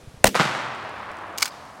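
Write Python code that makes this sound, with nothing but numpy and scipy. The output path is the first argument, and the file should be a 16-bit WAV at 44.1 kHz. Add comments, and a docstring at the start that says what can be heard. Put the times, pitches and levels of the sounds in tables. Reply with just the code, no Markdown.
"""A shotgun goes off close by in an open field, so loud that it overloads the microphone.
The bang is shock waves and a jet of gas from the muzzle; the gun's parts rattle as it kicks back.
The edge of the wood throws back a few sharp echoes, then a long roll that dulls as it comes from
deeper in the trees. The gun is pumped to reload, with clacks of steel on steel.
Faint ticks follow the shot, and light wind nudges the microphone."""
import sys
import numpy as np
from scipy import signal
from scipy.fft import rfft, irfft
from scipy.io import wavfile

SR = 44100
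rng = np.random.default_rng(int(sys.argv[2]) if len(sys.argv) > 2 else 0)


def wav_record(signal):
    """Record a signal, one row per channel, as 16-bit PCM in the file named by sys.argv[1]."""
    frames = np.transpose(np.atleast_2d(signal))
    bounded = np.clip(frames, -1, 1)
    # unit amplitude maps onto the largest positive 16-bit level
    quanta = np.round(bounded * 32767).astype(np.int16)
    wavfile.write(sys.argv[1], SR, quanta)


N = 79380
TIME = np.arange(N) / SR

# A fade time is how long a sound takes to drop by 60 dB. A tone table sets its mix of bass and treble.
# Shock waves. Each row: start in seconds, level in dB, length in seconds, share spent recovering.
SHOCKS = [(0.243, 9.5, 0.00047, .05), (0.2437, 8, 0.00035, .05), (0.2442, -1, 0.00028, .05),
          (0.2444, 15, 0.0012, .03), (0.2456, 6.5, 0.0021, .6)]
# Tone of the gas jet at the muzzle. Each row: frequency in Hz, strength in dB.
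GAS_TONE = [(60, -23), (220, 8.5), (600, -7), (1200, 9.5), (1800, 2), (2800, 9), (4000, -6.5), (8000, 1.5),
            (16000, -14)]
# Tone of the blast scattered by nearby grass. Each row: frequency in Hz, strength in dB.
GRASS_TONE = [(30, -30), (100, -14), (150, -14), (205, 6.5), (290, -18.5), (390, 5), (520, 2), (690, -1),
              (880, -0.5), (1300, -19), (4000, -48)]
# Tone of the longer scatter from the ground. Each row: frequency in Hz, strength in dB.
GROUND_TONE = [(40, -35), (100, -14), (220, -0.5), (380, -4.5), (580, -7), (850, -41), (1800, -19.5),
               (6000, -22), (15000, -32)]
# Parts rattling in the kick. Each row: start in seconds, level in dB, fade time in seconds.
RATTLES = [(0.252, -21, .03), (.2536, -22, 0.079), (0.257, -19.5, .04), (.2600, -26, .04),
           (0.2662, -16, 0.037), (0.271, -15.5, 0.023), (0.2705, -10.5, 0.018), (.2765, -16.5, 0.024),
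           (0.2888, -24, 0.03)]
# Tone of the rattle. Each row: frequency in Hz, strength in dB.
RATTLE_TONE = [(200, -17), (600, -9), (1000, -4), (1400, -1.5), (2000, 3), (2400, -2.5), (2800, 2),
               (3500, -5), (5000, -3.5), (8500, -6.5), (11000, -12.5), (15000, -12)]

# Echoes from the edge of the wood. Each row: start in seconds, slap level in dB, boom level in dB.
ECHOES = [(0.3454, -13.5, -38), (0.3532, -7.5, -28), (.3590, -9, -24), (0.3651, -11.5, -28),
          (0.3978, -4.5, -8), (0.4038, -4.5, -16.5), (.4066, -8.5, -45), (0.4102, -5.5, -20.5),
          (.4150, -11, -13.5), (0.4181, -17, -14), (.4530, -12, -16), (.5500, -15, -29)]
# Tone of a slap. Each row: frequency in Hz, strength in dB.
SLAP_TONE = [(60, -18), (200, -13.5), (500, 7), (1000, 3), (1500, 3.5), (2500, -6), (4500, -11),
             (8000, -26.5), (11500, -37), (15000, -43)]
# Loudness of the roll before dulling. 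Each row: time in seconds, level in dB.
ROLL_LEVEL = [(.35, -22.5), (.385, -30), (.41, -23.5), (.47, -27.5), (.53, -29.5), (.56, -29.5), (.75, -35),
              (1.0, -37), (1.4, -39), (1.5, -44), (1.8, -46)]
# Tone of the roll as it starts. Each row: frequency in Hz, strength in dB.
ROLL_TONE = [(30, -44), (70, -29), (115, -11), (180, -7.5), (280, -5.5), (470, -6), (620, -1.5), (900, .5),
             (1150, 3), (1500, 1), (2500, -4.5), (4500, -9), (8000, -13.5), (12000, -25.5), (15000, -35)]
# What air and leaves take from the roll. Each row: frequency in Hz, loss in dB after one second.
DULLING = [(100, 15), (200, -1.5), (500, -1), (900, -2.5), (1500, 3), (2500, 7), (4500, 17.5), (8000, 39.5),
           (15000, 58)]
# Low rumble inside the roll. Each row: time in seconds, level in dB, pitch in Hz.
RUMBLE_PATH = [(.42, -43, 170), (.485, -37, 139.5), (.54, -45, 144.9), (1.0, -54, 92.6), (1.8, -64, 84)]

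# Steel contacts as the gun is pumped. Each row: start in seconds, level in dB, fade time in seconds,
# dB added for the lower ring of the stock (the part held to the shoulder).
CLACKS = [(1.3767, -28, 0.035, -18), (1.3830, -19.5, 0.023, -8), (1.3860, -36, .02, -10),
          (1.398, -32.5, 0.056, -10), (1.4066, -27.5, 0.055, -8), (1.4203, -22.5, 0.033, -3),
          (1.4223, -17.5, .03, -8), (1.4262, -9, 0.018, -2.5), (1.4290, -12.5, 0.0093, -1),
          (1.434, -32, 0.072, -15), (1.4450, -28.5, 0.048, -23), (1.456, -20, 0.032, -4.5),
          (1.462, -35, 0.07, 4), (1.4762, -33.5, .04, -1.5), (1.4796, -33.5, 0.055, -10)]
# Tone of the steel. Each row: frequency in Hz, strength in dB.
STEEL_TONE = [(1000, -32), (2500, -7), (3600, -2.5), (4600, 2.5), (6800, -2), (8000, -4), (10000, -9),
              (12500, -17), (15000, -13)]
# Tone of the stock. Each row: frequency in Hz, strength in dB.
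STOCK_TONE = [(100, -26), (400, -15), (700, -15), (1100, -1), (1550, -1.5), (1850, -10.5), (2300, 4),
              (2600, -10), (8000, -19)]
# Notes the struck gun rings at. Each row: pitch in Hz, strength in dB, fade time in seconds.
GUN_NOTES = [(1095, -7, 0.022), (1250, -14, 0.017), (1530, -8, 0.022), (2260, -5, 0.02), (2923, -14, .025),
             (4560, -12, 0.017), (4940, -10, 0.014), (5200, -10, 0.017), (5700, -14, 0.018),
             (6200, -15, .018), (6570, -14, 0.023), (7440, -16, 0.018), (9770, -14, 0.016)]
# The latch snapping open. Each row: start in seconds, level in dB.
LATCH_SNAPS = [(1.3765, -36.5), (1.383, -22.5)]
# Notes of the latch. Each row: pitch in Hz, strength in dB, fade time in seconds.
LATCH_NOTES = [(2854, -4, 0.021), (6550, -1, .022), (11970, -7, .025)]
# Light tinks, probably the spent shell leaving the gun. Each row: start in seconds, level in dB.
SHELL_TINKS = [(1.5072, -35), (1.5205, -38)]
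# Notes of a tink. Each row: pitch in Hz, strength in dB, fade time in seconds.
SHELL_NOTES = [(3250, -9, .02), (4600, -4.5, 0.022), (5000, -5, 0.01)]
# Tone of the clacks coming back from the trees as a hiss. Each row: frequency in Hz, strength in dB.
CLACK_ECHO_TONE = [(500, -9), (1200, 0), (2200, -3), (4600, 0), (15000, -24)]

# Faint dry ticks. Each row: start in seconds, level in dB.
TICKS = [(.552, -47), (.894, -48), (1.116, -41.5), (1.17, -46), (1.187, -49)]
# Tone of a tick. Each row: frequency in Hz, strength in dB.
TICK_TONE = [(1500, -32), (5500, 2), (9000, 0), (12500, -17), (15000, -6)]
# Puffs of wind on the microphone, and a low thump that goes with the tick at 1.116 s. Each row: start in
# seconds, level in dB, pitch in Hz.
PUFFS = [(0.036, -37.5, 60), (0.074, -29.5, 122), (0.081, -31.5, 60), (0.142, -32.5, 129.4),
         (.175, -34, 60), (0.209, -37, 90), (1.105, -40, 65)]
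# Tone of the wind and hiss. Each row: frequency in Hz, strength in dB.
WIND_TONE = [(25, -27), (60, -7), (110, -2), (200, -4.5), (500, -7.5), (1000, -12.5), (2000, -18),
             (5000, -22.5), (10000, -27.5), (15000, -41)]
# Loudness of the wind and hiss. Each row: time in seconds, level in dB.
WIND_LEVEL = [(0, -48.5), (.06, -49.5), (.24, -50), (.35, -54.5), (1.3, -53.5), (1.8, -52)]


def blast():
    """Shock waves burst out inside a brief roar of gas, then scatter off the grass and ground."""
    gas_peak_s, gas_rise_s, scatter_start_s = 0.2436, 0.0006, 0.2545
    shocks = sum(from_db(db) * shock_wave(s, length, recovery) for s, db, length, recovery in SHOCKS)
    grass = from_db(-12.5) * noise(GRASS_TONE, decay(scatter_start_s, fade_s=0.087))
    ground = from_db(-29) * noise(GROUND_TONE, decay(scatter_start_s, fade_s=0.5))
    build_up = (TIME < gas_peak_s) * np.exp(-np.abs(TIME - gas_peak_s) / gas_rise_s)
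    gas = from_db(4) * noise(GAS_TONE, build_up + decay(gas_peak_s, fade_s=0.0066))
    swell = from_db(-14.5) * ring(0.28, hz=66, fade_s=0.025)   # slow pressure swing behind the shocks
    return shocks + swell + gas + grass + ground


def shock_wave(start_s, length_s, recovery):
    """Air pressure jumps up, falls straight down into suction, then recovers."""
    progress = (TIME - start_s) / length_s
    jump = np.clip(progress * length_s * SR, 0, 1)
    release = np.clip((1 - progress) / recovery, 0, 1)
    return (1 - 2 * progress) * jump * release


def recoil():
    """The gun kicks back with a thump and its loose parts chatter."""
    start_s, push_s = 0.2537, 0.0027
    progress = np.maximum(TIME - start_s, 0) / push_s
    thump = from_db(-10) * (TIME >= start_s) * (1 - progress) * np.exp(-progress)
    rattle_power = sum((from_db(db) * decay(s, fade_s)) ** 2 for s, db, fade_s in RATTLES)
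    return thump + noise(RATTLE_TONE, np.sqrt(rattle_power))


def edge_echoes():
    """Each near group of trunks returns a slap, smeared by its branches, with a low boom."""
    slaps, booms = np.zeros(N), 0
    for s, db, boom_db in ECHOES:
        slaps[int(s * SR)] += from_db(db)
        slaps += from_db(db - 17.5) * decay(s, fade_s=0.015) * rng.standard_normal(N)   # the smear
        booms += from_db(boom_db) * ring(s, hz=165, fade_s=0.028)
    click = click_with_tone(SLAP_TONE)
    return low_cut(through(slaps, click / np.abs(click).max()) + booms, hz=137)


def roll():
    """Countless trunks return the shot; the longer the path, the less treble is left."""
    start_s, rise_s, trunks_per_s = 0.3442, 0.015, 900
    sizes = uneven_sizes(spread_db=1) * rng.choice([-1, 1], N)
    trunks = rms_one(sizes * (rng.random(N) < trunks_per_s / SR))
    wash = from_db(1.5) * rng.standard_normal(N)
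    spectrum = rfft(rms_one(trunks + wash))
    age = np.maximum(TIME - start_s, 0)
    # Split the sound into bands so that each can fade at its own speed.
    centres = np.geomspace(30, 16000, 28)
    hz, bands = np.fft.rfftfreq(N, 1 / SR), 0
    for centre, share in zip(centres, np.eye(len(centres))):
        band = irfft(spectrum * at_hz(np.c_[centres, share], hz), N)
        loss_db = at_hz(DULLING, centre) * age ** 0.73
        bands += band * from_db(at_hz(ROLL_TONE, centre) - loss_db)
    boost = np.sqrt(SR / 2 / 1200)   # brings a band 1200 Hz wide up to full strength
    return bands * boost * level(ROLL_LEVEL) * np.minimum(age / rise_s, 1)


def rumble():
    """The bass of the echo rolls on, sinking in pitch as it returns from farther away."""
    width_hz = 34.5
    s, db, hz = np.transpose(RUMBLE_PATH)
    phase = 2 * np.pi * np.cumsum(np.interp(TIME, s, hz)) / SR
    smoothing = signal.butter(2, width_hz / 2, fs=SR, output="sos")
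    wobble = signal.sosfilt(smoothing, rng.standard_normal((2, N)))
    bass = rms_one(wobble[0] * np.cos(phase) + wobble[1] * np.sin(phase))
    return level(np.c_[s, db]) * (TIME > s[0]) * bass


def pump():
    """The latch snaps, the slide hits its stop and the shell tinks; the trees return a faint hiss."""
    steel_power, stock_power, rings = 0, 0, 0
    for s, db, fade_s, stock_db in CLACKS:
        contact = from_db(db - 1.8) * decay(s, fade_s)
        steel_power += contact ** 2
        stock_power += (contact * from_db(stock_db)) ** 2
        notes = [(hz, note_db + stock_db * (hz < 2500), fade) for hz, note_db, fade in GUN_NOTES]
        rings += strike(s, db, notes)
    rings += sum(strike(s, db, LATCH_NOTES) for s, db in LATCH_SNAPS)
    rings += sum(strike(s, db, SHELL_NOTES) for s, db in SHELL_TINKS)
    grit = noise(STEEL_TONE, np.sqrt(steel_power)) + noise(STOCK_TONE, np.sqrt(stock_power))
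    echo = from_db(-49.5) * noise(CLACK_ECHO_TONE, decay(1.515, fade_s=1.6))
    return grit + low_cut(rings, hz=850) + echo


def strike(start_s, db, notes, spread_db=2):
    """One hit rings all the notes of a part, each a little stronger or weaker by chance."""
    strengths = from_db(db + spread_db * rng.standard_normal(len(notes)))
    return sum((-1) ** k * strengths[k] * from_db(note_db) * ring(start_s, hz, fade_s)
               for k, (hz, note_db, fade_s) in enumerate(notes))


def ticks():
    """Small dry ticks, perhaps the grip shifting on the gun, over a faint patter like falling debris."""
    patter_start_s, touches_per_s, fade_s = 0.73, 40, 0.01
    sizes = from_db(-58) * uneven_sizes(spread_db=2)
    touches = sizes * (rng.random(N) < touches_per_s / SR) * (TIME > patter_start_s)
    patter = through(touches, decay(0, fade_s))
    single_ticks = sum(from_db(db) * decay(s, fade_s) for s, db in TICKS)
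    return noise(TICK_TONE, patter + single_ticks)


def wind():
    """Light wind makes a soft rumble and hiss, with a few puffs on the microphone and one low thump."""
    puffs = sum(from_db(db) * ring(s, hz, fade_s=0.049) for s, db, hz in PUFFS)
    return noise(WIND_TONE, level(WIND_LEVEL)) + puffs


def from_db(db):
    """Turn decibels into a number to multiply a sound by."""
    return 10 ** (np.asarray(db) / 20)


def rms_one(sound):
    """Scale a sound so that its average power is 1."""
    return sound / np.sqrt(np.mean(sound ** 2) + 1e-20)


def uneven_sizes(spread_db):
    """A random size for every sample: most near 1, a few larger."""
    return from_db(spread_db * np.minimum(rng.exponential(1, N), 4))


def at_hz(table, hz):
    """Read between the rows of a frequency table, giving every octave equal room."""
    row_hz, values = np.transpose(table)
    return np.interp(np.log(np.maximum(hz, 1)), np.log(row_hz), values)


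def level(table):
    """A loudness curve that follows rows of seconds and dB."""
    return from_db(np.interp(TIME, *np.transpose(table)))


def click_with_tone(tone):
    """A short click with the given tone and an energy of 1."""
    size = 4096
    gains = from_db(at_hz(tone, np.fft.rfftfreq(size, 1 / SR)))
    # Folding the cepstrum (the log spectrum turned back into time) packs the energy at the start.
    cepstrum = irfft(np.log(gains))
    cepstrum[1:size // 2] *= 2
    cepstrum[size // 2 + 1:] = 0
    click = irfft(np.exp(rfft(cepstrum)))
    return click / np.linalg.norm(click)


def through(sound, shape):
    """Filter a sound: every sample sets off its own copy of the shape."""
    return signal.fftconvolve(sound, shape)[:N]


def noise(tone, loudness):
    """Hiss that follows a loudness curve and is then given a tone."""
    return through(loudness * rng.standard_normal(N), click_with_tone(tone))


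def decay(start_s, fade_s):
    """A loudness curve that jumps to 1 and dies away."""
    return (TIME >= start_s) * from_db(-60 * np.maximum(TIME - start_s, 0) / fade_s)


def ring(start_s, hz, fade_s):
    """A pure note that dies away."""
    return decay(start_s, fade_s) * np.sin(2 * np.pi * hz * (TIME - start_s))


def low_cut(sound, hz):
    """Take away the bass below the given frequency."""
    return signal.sosfilt(signal.butter(4, hz, "high", fs=SR, output="sos"), sound + 1e-18)


def scene():
    """The shot, its echoes, the reloading and the background, in one channel."""
    return (blast() + recoil() + edge_echoes() + roll() + rumble() + ticks() + pump() + wind())[None]


def record(dry):
    """The overloaded microphone flattens the peaks of the blast; the highest treble is cut."""
    clip_level, cutoff_hz = 1, 15900
    clipped = np.clip(dry, -clip_level, clip_level)
    return signal.sosfilt(signal.ellip(12, .1, 90, cutoff_hz, fs=SR, output="sos"), clipped)


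dry = scene()
out = record(dry)
wav_record(out)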